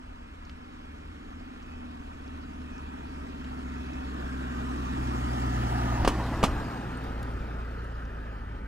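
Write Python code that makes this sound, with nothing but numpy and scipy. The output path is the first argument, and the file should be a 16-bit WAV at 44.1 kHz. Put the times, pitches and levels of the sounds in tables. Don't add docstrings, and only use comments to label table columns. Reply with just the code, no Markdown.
import sys
import numpy as np
from scipy import signal
from scipy.fft import rfft, irfft
from scipy.io import wavfile
from scipy.ndimage import uniform_filter1d

SR = 44100
rng = np.random.default_rng(int(sys.argv[2]) if len(sys.argv) > 2 else 0)


def unload_wav(signal):
    wavfile.write(
        sys.argv[1],
        SR,
        np.round(np.clip(np.atleast_2d(signal).T, -1, 1) * 32767).astype(np.int16),
    )


N = 382347
TIME = np.arange(N) / SR
BINS = np.fft.rfftfreq(1024, 1 / SR)[:, None]
FRAMES = np.arange(N // 256 + 2) * 256 / SR


def amp(db):
    return 10 ** (np.asarray(db) / 20)


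def unit(x):
    return x / np.sqrt(np.mean(abs(x) ** 2) + 1e-20)


def curve(rows, x, column=1):
    rows = np.array(rows, float)
    return np.interp(x, rows[:, 0], rows[:, column])


def colour(rows, hz, column=1):
    rows = np.array(rows, float)
    level_db = np.interp(np.log(hz + 1), np.log(rows[:, 0]), rows[:, column], left=-100, right=-100)
    return amp(level_db)


def add(mix, start_s, sound):
    part = mix[round(start_s * SR):][:len(sound)]
    part += sound[:len(part)]


def swell(centre_s, length_s):
    return np.exp(-2 * ((TIME - centre_s) / length_s) ** 2)


def drift(t, rate):
    speeds_hz = rate * rng.uniform(0.0967, 1, size=16)
    return unit(sum(np.sin(2 * np.pi * (f * t + rng.random())) for f in speeds_hz))


def shaped(gain, size):
    spectrum = rfft(rng.standard_normal(size)) * gain(np.fft.rfftfreq(size, 1 / SR))
    return unit(irfft(spectrum, size))


def speckle():
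    real, imaginary = rng.standard_normal((2, len(BINS), len(FRAMES)))
    return real + 1j * imaginary


def to_sound(spectra):
    return signal.istft(spectra, nperseg=1024, noverlap=768)[1][..., :N]


# pitch_hz, lead_s from far right, lead_s from far left
STEREO_LEAD = [(300, 0.00057, 0.00065), (800, 0.000605, 0.00057), (1204.5, 0.0006, 0.00068),
               (1206, 0.00017, 0.0002), (1490, 0.00015, 0.00011), (2110, 0.00016, 0.00014),
               (2400, 0.00011, 0.00015), (2730, 0.00013, 0.00012), (3800, 0.00016, 0.000053),
               (7000, 0.000146, 0.00003), (8300, 0.00012, 0.000028)]


def from_side(spectra, side, split_hz=1200, shade_db=2.5):
    lead_s = side * np.where(side < 0, curve(STEREO_LEAD, BINS), curve(STEREO_LEAD, BINS, column=2))
    treble_db = shade_db * side * np.clip(BINS / split_hz - 1, 0, 1)
    half = np.exp(1j * np.pi * BINS * lead_s) * amp(treble_db / 2)
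    return to_sound(spectra * np.array([half, 1 / half]))


def placed(x, side):
    spectra = signal.stft(x, nperseg=1024, noverlap=768)[2][:, :len(FRAMES)]
    return from_side(spectra, side)


FROM_SIDE, TO_SIDE, CROSSING_S, SWING_S = -0.965, 0.64, 6.2, 0.43


def gone_by(t):
    return (1 + np.sin(np.arctan((t - CROSSING_S) / SWING_S))) / 2


def car_side():
    return FROM_SIDE + (TO_SIDE - FROM_SIDE) * gone_by(FRAMES)


PASS_BY = { "firing": (-31.9, 5.85, 1.1, 7.9, 4.9), "octave": (-33.4, 5.7, 0.48, 9.1, 6.8),
           "engine drone": (-37.8, 5.3, 1.2, 5.1, 13), "tyre drone": (-34.6, 5.85, 0.9, 8.6, 8.5),
           "roar": (-35.3, 5.78, 0.72, 5.8, 6.5), "hiss": (-50.7, 5.85, 0.68, 5.7, 8.6)}


def passing(part):
    peak_db, nearest_s, passing_s, front_db, rear_db = PASS_BY[part]
    doublings = np.log2(np.hypot(1, (TIME - nearest_s) / passing_s))
    return peak_db - doublings * np.where(TIME < nearest_s, front_db, rear_db)


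# pitch_hz, relative level_db (per Hz)
WIND_COLOUR = [(5, -10), (18, -5.5), (32, 2.5), (50, -2.5), (80, -1.5), (130, -22.5), (300, -22),
               (900, -70)]
# centre_s, level_db, length_s
WAKE_PUFFS = [(6.04, -32, 0.16), (6.48, -32.5, 0.24), (7.3, -40, 0.3), (8.5, -43, 0.45)]


def wind(breeze_db=-47.5, lumpy_db=1.0, apart_db=-18):
    shared, left, right = (shaped(lambda hz: colour(WIND_COLOUR, hz), size=N) for _ in range(3))
    rumble = shared + amp(apart_db) * np.array([left, right])
    puff_power = sum((amp(db) * swell(s, length)) ** 2 for s, db, length in WAKE_PUFFS)
    power = amp(breeze_db) ** 2 + puff_power
    return rumble * np.sqrt(power) * amp(lumpy_db * drift(TIME, rate=5.8))


# time_s, firing_hz
FIRING_RATE = [(0, 77), (1.8, 75.8), (2.75, 71.2), (3.8, 66.2), (5.25, 61.2), (6.2, 58.8), (6.85, 58.7),
               (7.85, 56.9), (8.67, 52.9)]
# centre_s, depth_db, length_s
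FIRING_DIPS = [(0.9, -5, 1.3), (6.72, -9, 0.5)]
# pitch_hz, width_hz, relative level_db
DRONE_RINGS = [(250.8, 34, 0.5), (195, 27, -10), (297, 54, -13.5), (426, 170, -23)]
# relative level_db of whole, quarter, half and three-quarter orders
CYLINDER_LEVELS = [0, -2, -2.5, -1]


def engine(waver=0.001, rough=0.084, flutter_db=2.2, lope_db=-13.5, build_db=-5.5, build_s=0.8):
    firing_hz = curve(FIRING_RATE, TIME) * (1 + waver * drift(TIME, rate=6))
    turn = 2 * np.pi * np.cumsum(firing_hz) / SR

    def order(k, wander=0):
        shift = np.interp(TIME, FRAMES, wander * drift(FRAMES, rate=2.5))
        return np.sqrt(2) * np.sin(k * turn + shift + rng.uniform(0, 2 * np.pi))

    lope = amp(lope_db) * gone_by(TIME) * (order(1 / 2) + order(3 / 2))
    firing_db = passing("firing") + sum(db * swell(s, length) for s, db, length in FIRING_DIPS)
    hum = amp(firing_db) * (order(1) + lope) + amp(passing("octave")) * order(2)

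    drone = np.zeros(N)
    for quarters in range(10, 33):
        k = quarters / len(CYLINDER_LEVELS)
        order_hz = k * curve(FIRING_RATE, FRAMES)
        ringing = sum(amp(db) / (1 + (2 * (order_hz - f) / width) ** 2) for f, width, db in DRONE_RINGS)
        uneven_db = CYLINDER_LEVELS[quarters % len(CYLINDER_LEVELS)]
        size = ringing * amp(flutter_db * drift(FRAMES, rate=3) + uneven_db)
        drone += np.interp(TIME, FRAMES, size) * order(k, wander=0.36)
    drone_db = passing("engine drone") + build_db * swell(0, build_s)
    rough_hum = hum * (1 + rough * drift(TIME, rate=14))
    return placed(rough_hum + unit(drone) * amp(drone_db), car_side())


def road_echo(share=0.1, delay_s=0.00158, closest_s=6.216, passing_s=0.78):
    delay = delay_s / np.sqrt(1 + ((FRAMES - closest_s) / passing_s) ** 2)
    return abs(1 + share * np.exp(-BINS / 6000) * np.exp(-2j * np.pi * BINS * delay))


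# pitch_hz, likeness (0 to 1)
CHANNEL_LIKENESS = [(100, 0.98), (500, 1), (900, 0.99), (1500, 0.91), (2900, 0.83), (3800, 0), (6000, 0.36),
                    (7200, 0.7), (8500, 0.42), (15000, 0)]


def rolling(spectrum, level_db, patchy_db, streaky_db, closest_s=5.6, passing_s=0.97, direct=0.067):
    near = np.exp(-((FRAMES - closest_s) / passing_s) ** 2)
    far = np.where(FRAMES < closest_s, colour(spectrum, BINS), colour(spectrum, BINS, column=3))
    abreast = colour(spectrum, BINS, column=2)
    gain = far ** (1 - near) * abreast ** near * road_echo()
    gain = gain / np.sqrt((gain ** 2).sum(0))
    patches = unit(uniform_filter1d(uniform_filter1d(speckle().real, size=14, axis=0), size=8, axis=1))
    streaks = unit(uniform_filter1d(uniform_filter1d(speckle().real, size=3, axis=0), size=60, axis=1))
    texture = amp(patchy_db * patches + streaky_db * streaks)
    same = np.clip(1 - (1 - curve(CHANNEL_LIKENESS, BINS)) * (1 - direct * near), 0, 1)
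    left = speckle()
    right = same * left + np.sqrt(1 - same ** 2) * speckle()
    noise = np.array([left, right])
    return unit(from_side(noise * gain * texture, car_side())) * amp(level_db)


# pitch_hz, then relative level_db (per Hz) from the front, abreast and from behind
TYRE_DRONE = [(69, -17, -11, -22), (100, 0, 9.5, -1), (160, -2, -12, 1), (205, -6, 4, 1),
              (260, 2.5, -0.5, 0), (314, -4, 3.5, -5), (438, -6.5, -15, -1), (533, -19, -11, -7),
              (750, -52, -35, -35)]
TYRE_ROAR = [(378, -33, -33, -42), (556, -9, -13.5, 0.5), (725, -0.5, -2.5, -1.5), (960, 1, -2, 2),
             (1210, -5, -7, 1), (1565, -5.5, -12.5, -0.5), (1790, -7.5, -10, -4.5), (2180, -14.5, -18, -12),
             (2480, -12.5, -20.5, -10.5), (3230, -15.5, -20.5, -17), (3500, -21.5, -25, -39),
             (5000, -60, -60, -60)]
TYRE_HISS = [(2400, -25, -30, -30), (3500, -0.5, -8, 3), (4840, -2.5, -6.5, -1.5), (7540, -9.5, -12, -10.5),
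             (9860, -15.5, -17.5, -13.5), (13000, -19.5, -22, -15.5), (16000, -23, -23, -21)]


def tyres():
    drone = rolling(TYRE_DRONE, passing("tyre drone"), patchy_db=0.5, streaky_db=0.0)
    roar = rolling(TYRE_ROAR, passing("roar"), patchy_db=0.86, streaky_db=1.35)
    hiss = rolling(TYRE_HISS, passing("hiss"), patchy_db=1.9, streaky_db=0.3)
    grain = shaped(lambda hz: 1 / (1 + hz / 150), size=N)
    return drone + roar * amp(0.54 * grain) + hiss * amp(1.0 * grain)


# pitch_hz, relative level_db (per Hz)
WASH_COLOUR = [(300, -10), (440, 2), (650, -5), (850, -7), (1150, 1), (1650, -5), (2150, -1), (2500, -8),
               (3600, -13), (6000, -27), (10000, -36), (15000, -44)]


def background_wash(level_db=-56.3, loudest_s=1.0, length_s=2.3):
    wash = shaped(lambda hz: colour(WASH_COLOUR, hz), size=N)
    return placed(amp(level_db) * swell(loudest_s, length_s) * wash, FROM_SIDE)


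def mic_hiss(level_db=-85):
    return amp(level_db) * rng.standard_normal((2, N))


# start_s, level_db (before halving and fading), pitch_hz, spread_octaves
GRIT_TICKS = [(.451, -47, 5000, 0.29), (0.4958, -39.5, 2700, 0.62), (1.626, -47, 5200, 0.27),
              (2.278, -48, 4500, 0.36), (2.78, -47.5, 5540, 0.26), (3.445, -42, 3000, 0.47),
              (3.935, -45, 5140, 0.27), (6.973, -46, 8600, 0.11), (7.039, -51, 11000, 0.44),
              (7.229, -40, 5010, 0.96), (7.394, -50, 5000, 0.24), (7.845, -54, 6500, 0.54),
              (7.954, -53, 4500, 0.28), (8.053, -53, 5190, 0.38)]


def grit(decay_s=0.0034):
    out = np.zeros(N)
    t = np.arange(SR // 20) / SR
    for start_s, level_db, pitch_hz, spread in GRIT_TICKS:
        snap = shaped(lambda hz: np.exp(-0.5 * (np.log2((hz + 1) / pitch_hz) / spread) ** 2), size=len(t))
        add(out, start_s, amp(level_db) * snap / 2 * np.exp(-t / decay_s))
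    return out


# centre_s, level_db, length_s
WHISTLE_SWELLS = [(1.738, -61.5, 0.2), (2.78, -62, 0.32), (3.9, -62, .35)]


def whistle(pitch_hz=2550, width_hz=50):
    tone = shaped(lambda hz: np.exp(-0.5 * ((hz - pitch_hz) / width_hz) ** 2), size=N)
    level = sum(amp(db) * swell(s, length) for s, db, length in WHISTLE_SWELLS)
    return placed(tone * level, car_side())


COVER_SIDE = -0.16
# start_s, knock_db, knock_hz,
# rattle_db, rattle_decay_s, treble_db (per octave), thud_db
COVER_CLACKS = [(6.0489, -13.5, 610.7, -22, 0.011, -4.5, -20), (6.0769, -7.5, 880, -19, 0.01, -1, -25),
                (6.4304, -12.5, 441.7, -21, 0.0059, -3.5, -21), (6.4379, -6, 750, -18.5, 0.012, -1.5, -36)]
# pitch_hz, relative level_db (per Hz)
RATTLE_COLOUR = [(120, -3.5), (250, 4), (400, -4.5), (800, -7), (1150, -4), (1650, -16), (2300, -11.5),
                 (3050, -9.5), (3700, -16), (6000, -17), (8000, -19.5), (11000, -27.5), (16000, -33)]


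def cover(thud_hz=48, thud_s=0.02, tail_db=-21, tail_s=0.046, scatter=0.37):
    direct, spread = np.zeros(N), np.zeros((2, N))
    lead_s = 0.004
    t = np.arange(SR // 4) / SR - lead_s
    after = np.maximum(t, 0)
    for start_s, knock_db, knock_hz, rattle_db, decay_s, treble_db, thud_db in COVER_CLACKS:
        u = (np.pi * knock_hz * t) ** 2
        knock = amp(knock_db) * (1 - 2 * u) * np.exp(-u)
        thud = amp(thud_db) * -np.sin(2 * np.pi * thud_hz * after) * np.exp(-after / thud_s)
        rise = np.clip(1 + t / 0.0017, 0, 1)
        fall = np.exp(-after / decay_s) + amp(tail_db) * np.exp(-after / tail_s)
        fade = amp(rattle_db) * rise * fall

        def rattle_gain(hz):
            return colour(RATTLE_COLOUR, hz) * amp(treble_db * np.log2(1 + hz / 800))

        rattles = [fade * shaped(rattle_gain, size=len(t)) for _ in range(3)]
        add(direct, start_s - lead_s, knock + thud + rattles[0])
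        for channel, rattle in zip(spread, rattles[1:]):
            add(channel, start_s - lead_s, scatter * rattle)
    return placed(direct, COVER_SIDE) + spread


def scene():
    return tyres() + engine() + whistle() + cover() + grit() + wind() + background_wash() + mic_hiss()


def record(dry, edge_hz=15850):
    low_pass = signal.firwin(511, edge_hz, window=("kaiser", 9), fs=SR)
    return signal.oaconvolve(dry, low_pass[None], "same", axes=1)


dry = scene()
out = record(dry)
unload_wav(out)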